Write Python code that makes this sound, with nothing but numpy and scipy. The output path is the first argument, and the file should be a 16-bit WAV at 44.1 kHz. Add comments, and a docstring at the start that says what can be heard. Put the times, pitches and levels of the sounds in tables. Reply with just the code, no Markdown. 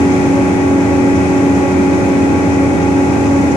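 """A tractor's hydraulic pump, heard close on a stereo pair in the cab, working a field at steady revs.
The pump whines on its piston rate; the six-cylinder diesel, turning in step, drones and knocks below.
Air and machinery roar all round the microphones, coloured by the cab's resonances.
A faint electric buzz and a few rattles sit in the treble."""
import sys
import numpy as np
from scipy import signal
from scipy.fft import irfft, next_fast_len
from scipy.io import wavfile

SR = 44100
rng = np.random.default_rng(int(sys.argv[2]) if len(sys.argv) > 2 else 0)


def generate_wav(signal):
    """Clip the signal to [-1, 1] and save it as 16-bit WAV at the path in sys.argv[1]."""
    frames = np.transpose(np.atleast_2d(signal))
    scaled = np.clip(frames, -1, 1) * 32767
    pcm = np.round(scaled).astype(np.int16)
    wavfile.write(sys.argv[1], SR, pcm)


N = 156996
CUTOFF_HZ = 12775
SIDES = np.array([[.5], [-.5]])  # splits pan (left minus right) and left lead between the microphones


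def from_db(db):
    """Decibels to amplitude."""
    return 10 ** (np.asarray(db) / 20)


def at_hz(rows, hz, column=1):
    """A table's column, interpolated over log frequency."""
    rows = np.array(rows)
    return np.interp(np.log(np.maximum(hz, 1)), np.log(rows[:, 0]), rows[:, column])


def in_time(rows):
    """Rows of (t/s, value), interpolated to every sample."""
    times, values = np.transpose(rows)
    return np.interp(np.arange(N) / SR, times, values)


def drift(rate_hz):
    """A slow random wander with a spread of 1."""
    hop, settle = 40, 2000
    pole = np.exp(-2 * np.pi * rate_hz * hop / SR)
    noise = rng.standard_normal(N // hop + settle + 2)
    slow = signal.lfilter([1], [1, -2 * pole, pole * pole], noise)[settle:]
    return np.interp(np.arange(N) / hop, np.arange(len(slow)), slow / slow.std())


def tone(angle, db, pan_db, lead_rad, wobble_rad=.1, waver_db=.6):
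    """One sine at both microphones, wavering in level and a little in pitch."""
    pan = from_db(SIDES * pan_db)
    pan = pan / np.sqrt(np.mean(pan ** 2))
    angle = angle + wobble_rad * drift(rate_hz=6.8)
    amplitude = np.sqrt(2) * from_db(db + waver_db * drift(rate_hz=3.5))
    return amplitude * pan * np.cos(angle + SIDES * lead_rad)


def cab_spectrum(hz, over_db=0):
    """A random stereo spectrum of the cab's roar: resonances lift it, standing-wave nulls dip it."""
    # broad shape of the roar: f/Hz, level/dB per Hz
    roar_shape = [(20, -71), (30, -56.5), (56, -65), (70, -55), (85, -44), (105, -40), (140, -48.5),
                  (180, -40), (225, -46), (300, -42.5), (400, -46.5), (450, -46.5), (505, -52.5),
                  (570, -46), (640, -55), (715, -54.5), (800, -53), (920, -53), (1010, -59), (1270, -61.5),
                  (1600, -61.0), (1800, -61), (2020, -62), (2400, -65), (2650, -71), (2850, -71),
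                  (3200, -72.5), (4000, -75.5), (4800, -76), (5500, -72.5), (6400, -73.5), (7200, -72.5),
                  (8000, -77.0), (9000, -77.5), (10200, -85.5), (11400, -85), (12500, -102.5)]
    # the roar across the pair: f/Hz, pan/dB, left-right correlation
    image = [(20, 0, 0.98), (105, 0, 0.98), (140, 0, 0.79), (180, 0.0, 0.89), (225, 3.0, 0.88),
             (300, -1.0, 0.87), (400, -2.0, 0.53), (505, 1.0, 0.56), (570, 0.0, 0.79), (640, -6.0, 0.55),
             (715, 1.0, 0.43), (800, 2.0, 0.58), (920, -3.0, 0.27), (1010, 0.0, 0.22), (1270, 3.0, -0.1),
             (1600, 2.0, -0.44), (1800, 4.0, -0.55), (2020, 8.0, -0.39), (2400, 9.0, 0.05),
             (2850, 3.0, 0.08), (4000, 2.0, 0.01), (4800, 1.0, -0.09), (6400, 6.0, -0.04),
             (7200, 2.0, 0.02), (8000, -2.0, -0.14), (10200, -2.0, -0.03), (12500, -3.0, -0.05)]
    # centres of the resonances and nulls: f/Hz
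    mode_centres = [235, 290, 395, 525, 556, 700, 980, 1210, 1570, 1700, 1815, 1950, 2190, 2235, 2380, 2520,
                    2655, 6300]
    # their shapes, in the same order: width/Hz, gain/dB
    mode_shapes = [(14, 8), (14, -6), (30, -4.5), (20, -2.5), (16, 2), (16, 3.5), (29.8, 2.5), (22, 4.5),
                   (30, 6), (30, -5.5), (35, 2), (35, 6.5), (25, 3.5), (18, 7), (27, 4.5), (45, 9),
                   (29, 10.5), (270, 3.5)]
    lift_db = sum(db / (1 + (2 * (hz - centre) / width) ** 2)
                  for centre, (width, db) in zip(mode_centres, mode_shapes))
    level_db = at_hz(roar_shape, hz) + lift_db + at_hz(image, hz) * SIDES
    mid, side = (rng.standard_normal((2, len(hz))) + 1j * rng.standard_normal((2, len(hz)))) / 2
    alike = at_hz(image, hz, column=2)
    pair = np.sqrt(1 + alike) * mid + np.sqrt(1 - alike) * side * [[1], [-1]]
    return from_db(level_db + over_db) * pair


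def comb(cycles, rate_hz, colour, tones, size=8192):
    """One cab-coloured random cycle, repeated: a comb of harmonics with gaps left for the tones."""
    hz = rate_hz * np.arange(size // 2 + 1)
    harmonics = cab_spectrum(hz, at_hz(colour, hz)) * (hz < CUTOFF_HZ) * (hz > 0)
    harmonics[:, [int(order) for order, *_ in tones]] = 0
    cycle = irfft(harmonics) * size / np.sqrt(2)
    position = cycles % 1 * size
    return np.array([np.interp(position, np.arange(size + 1), np.append(c, c[0])) for c in cycle])


def hydraulic_pump(turns, gain_db=.9):
    """Nine pistons and a gear pump on one shaft; faint side tones, some beating against the whine."""
    # pump tones: multiple of shaft speed, level/dB before gain_db, pan/dB, left lead/rad
    pump_tones = [(9, -15.0, 0.0, -0.1), (10, -26.0, 3.0, 0.1), (12, -21.0, -1.0, 0.3),
                  (18, -31.0, 1.0, -1.7), (24, -44.0, 5.0, -0.8), (27, -26.0, -4.0, 0.3),
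                  (36, -39.0, 1.0, 0.3), (41, -47.0, 2.0, -0.6), (45, -44.0, 0.0, -2.6),
                  (50, -54.0, -6.0, -1.5), (54, -49.0, -1.0, 2.1), (63, -43.0, 16.0, 2.1),
                  (74, -54.0, 7.0, 0.3), (81, -49.0, 9.0, 0.6), (90, -57.0, 8.0, -1.0)]
    # side tones between the pump's harmonics:
    # multiple of shaft speed, start/rad, level/dB before gain_db, pan/dB, left lead/rad
    side_tones = [(13.324, 0, -29, -14, -.9), (17.974, -1.31, -39, 0, -.45), (18.056, 2.96, -39.5, -4, -.3),
                  (18.099, .64, -40, 3, -.6), (25.76, 0, -39, 7, .1), (36.132, 4.02, -43.5, -9, .05)]
    gear_pump_order = 12
    fade_db = in_time([(2.25, .7), (2.55, -2), (3.4, -2.5)])  # the gear pump's tone weakens late
    angle = 2 * np.pi * turns
    pump_angle = angle + 3.341  # the start angle against the engine times their beats
    whine = sum(tone(order * (pump_angle + order), db + fade_db * (order == gear_pump_order), *place)
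                for order, db, *place in pump_tones)
    between = sum(tone(order * angle + start, *rest) for order, start, *rest in side_tones)
    return from_db(gain_db) * (whine + between)


def diesel_engine(cycles):
    """Strong engine orders drone over a knock that repeats every four-stroke cycle."""
    # engine tones: multiple of the cycle rate, level/dB, pan/dB, left lead/rad
    engine_tones = [(6, -27.0, 0.0, -0.1), (8, -31.0, 1.0, -0.1), (10, -36.0, 0.0, -0.1),
                    (12, -27.0, -1.0, 2.0), (14, -29.0, 0.0, 0.1), (20, -27.0, 2.0, -0.0),
                    (22, -35.0, 2.0, -0.2), (23, -32.0, -1.0, 0.2), (36, -38.0, -2.0, 0.6),
                    (37, -34.0, -6.0, -0.5), (39, -41.0, -1.0, -0.4), (42, -39.0, 2.0, 0.2),
                    (48, -39.0, -11.0, -0.8), (49, -43.0, 2.0, 1.2), (66, -41.0, 11.0, -2.0),
                    (78, -49.0, 3.0, 1.7), (84, -51.0, 4.0, -0.5), (87, -46.0, 0.0, 2.6),
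                    (88, -49.0, -8.0, 1.3), (93, -50.0, 0.0, -2.0), (96, -51.0, 6.0, 0.5),
                    (98, -50.0, -11.0, 2.3), (100, -43.0, 1.0, -0.1), (102, -46.0, 5.0, 1.0),
                    (105, -49.0, 10.0, 0.6), (113, -49.0, 8.0, 2.5), (114, -45.0, 9.0, 2.2),
                    (126, -51.0, 7.0, 2.7), (137, -50.0, -6.0, 1.9), (139, -46.0, 5.0, -2.6),
                    (156, -50.0, 11.0, -2.5), (159, -44.0, 11.0, 3.0), (162, -50.0, 11.0, -0.9),
                    (182, -50.0, 19.0, -2.4), (184, -44.5, 19.0, 1.7), (186, -52.0, 18.0, 1.1)]
    # the knock's harmonics: f/Hz, level/dB over one Hz of roar
    knock_colour = [(30, 4), (300, 8.5), (1000, 5), (2500, 5), (4000, -7), (6000, -12)]
    drone = sum(tone(order * (2 * np.pi * cycles + order), *rest) for order, *rest in engine_tones)
    cycle_hz = (cycles[-1] - cycles[0]) * SR / N
    return drone + comb(cycles, cycle_hz, knock_colour, engine_tones)


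def cab_roar(whirr_from_hz=1750, treble_from_hz=2700, flutter_db=.5):
    """Broad air and machinery noise; whirr and treble swell, and each upper band flutters on its own."""
    # swell of the machinery whirr: t/s, level/dB (taken about its mean)
    whirr = [(0.1, -33), (1.2, -34), (3.4, -35.5)]
    # swell of the treble: t/s, level/dB (taken about its mean)
    treble = [(0.1, -37), (0.7, -39), (1.14, -38), (3.1, -38.5), (3.24, -37.5), (3.45, -38.5)]
    # borders between the three treble bands: f/Hz
    treble_edges = [4800, 7600]
    size = next_fast_len(N)
    hz = np.arange(size // 2 + 1) * SR / size
    spectrum = cab_spectrum(hz) * np.sqrt(size * SR / 2)
    edges = [whirr_from_hz, treble_from_hz, *treble_edges]
    above = [1 / (1 + (edge / np.maximum(hz, 1)) ** 8) for edge in edges] + [0]  # soft high-passes
    roar = irfft(spectrum * (1 - above[0]), size)[:, :N]
    for swell, lower, upper in zip((whirr, treble, treble, treble), above, above[1:]):
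        band = irfft(spectrum * (lower - upper), size)[:, :N]
        swell_db = in_time(swell)
        roar += band * from_db(swell_db - swell_db.mean() + flutter_db * drift(rate_hz=10))
    return roar


def electric_buzz(rate_hz=49.82):
    """A steady electric comb with a few tones standing out."""
    # the comb's harmonics: f/Hz, level/dB over one Hz of roar
    buzz_colour = [(2000, -8), (3500, -2), (6000, 5), (9000, 3), (12000, 6)]
    # strong tones: multiple of the buzz rate, level/dB, pan/dB, left lead/rad
    buzz_tones = [(48, -49, 0, 1.0), (125, -63, 11, 1.4), (128, -60, 8, -1.6)]
    cycles = rate_hz * np.arange(N) / SR
    tones = sum(tone(2 * np.pi * order * cycles, *rest) for order, *rest in buzz_tones)
    return tones + comb(cycles, rate_hz, buzz_colour, buzz_tones)


def rattles(rise_s=.01, band_hz=(5300, 7200), pan_db=5.5):
    """Short soft bursts of bright noise, nearer the left microphone."""
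    # rattles: t/s, level/dB at the crest
    bursts = [(0.1131, -40), (0.8, -39), (1.15, -37), (1.368, -40), (1.5466, -37.5), (1.94, -41),
              (2.525, -38), (2.8144, -38), (3.2564, -39), (3.3554, -37), (3.4052, -42), (3.5084, -37)]
    envelope = np.zeros(N)
    for start_s, db in bursts:
        age = np.maximum(np.arange(N) / SR - start_s, 0) / rise_s
        envelope += from_db(db) * age * np.exp(1 - age)
    band = signal.butter(3, band_hz, "band", fs=SR, output="sos")
    noise = signal.sosfilt(band, rng.standard_normal((2, N)))
    return envelope * noise / noise.std() * from_db(SIDES * pan_db)


def scene():
    """The mix in the cab; pump and engine follow one slightly wandering shaft speed."""
    # pitch of the pump's third piston harmonic, 27 times the shaft speed: t/s, f/Hz
    whine_pitch = [(0.0, 835.0), (0.22, 834.6), (0.45, 831.6), (0.67, 834.0), (0.89, 834.9), (1.11, 835.0),
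                   (1.33, 835.4), (1.56, 833.4), (1.78, 833.3), (2.0, 833.8), (2.23, 831.8), (2.45, 839.1),
                   (2.67, 834.5), (2.89, 833.7), (3.12, 836.3), (3.34, 837.4), (3.56, 832.4)]
    pump_turns = np.cumsum(in_time(whine_pitch)) / 27 / SR
    engine_cycles = pump_turns * .44565  # four-stroke cycles per pump turn
    machinery = hydraulic_pump(pump_turns) + diesel_engine(engine_cycles)
    return machinery + cab_roar() + electric_buzz() + rattles()


def record(dry, ceiling=1.4):
    """Peaks are rounded and the highest treble is cut steeply."""
    low_pass = signal.ellip(10, .5, 80, CUTOFF_HZ, fs=SR, output="sos")
    return signal.sosfilt(low_pass, ceiling * np.tanh(dry / ceiling))


dry = scene()
out = record(dry)
generate_wav(out)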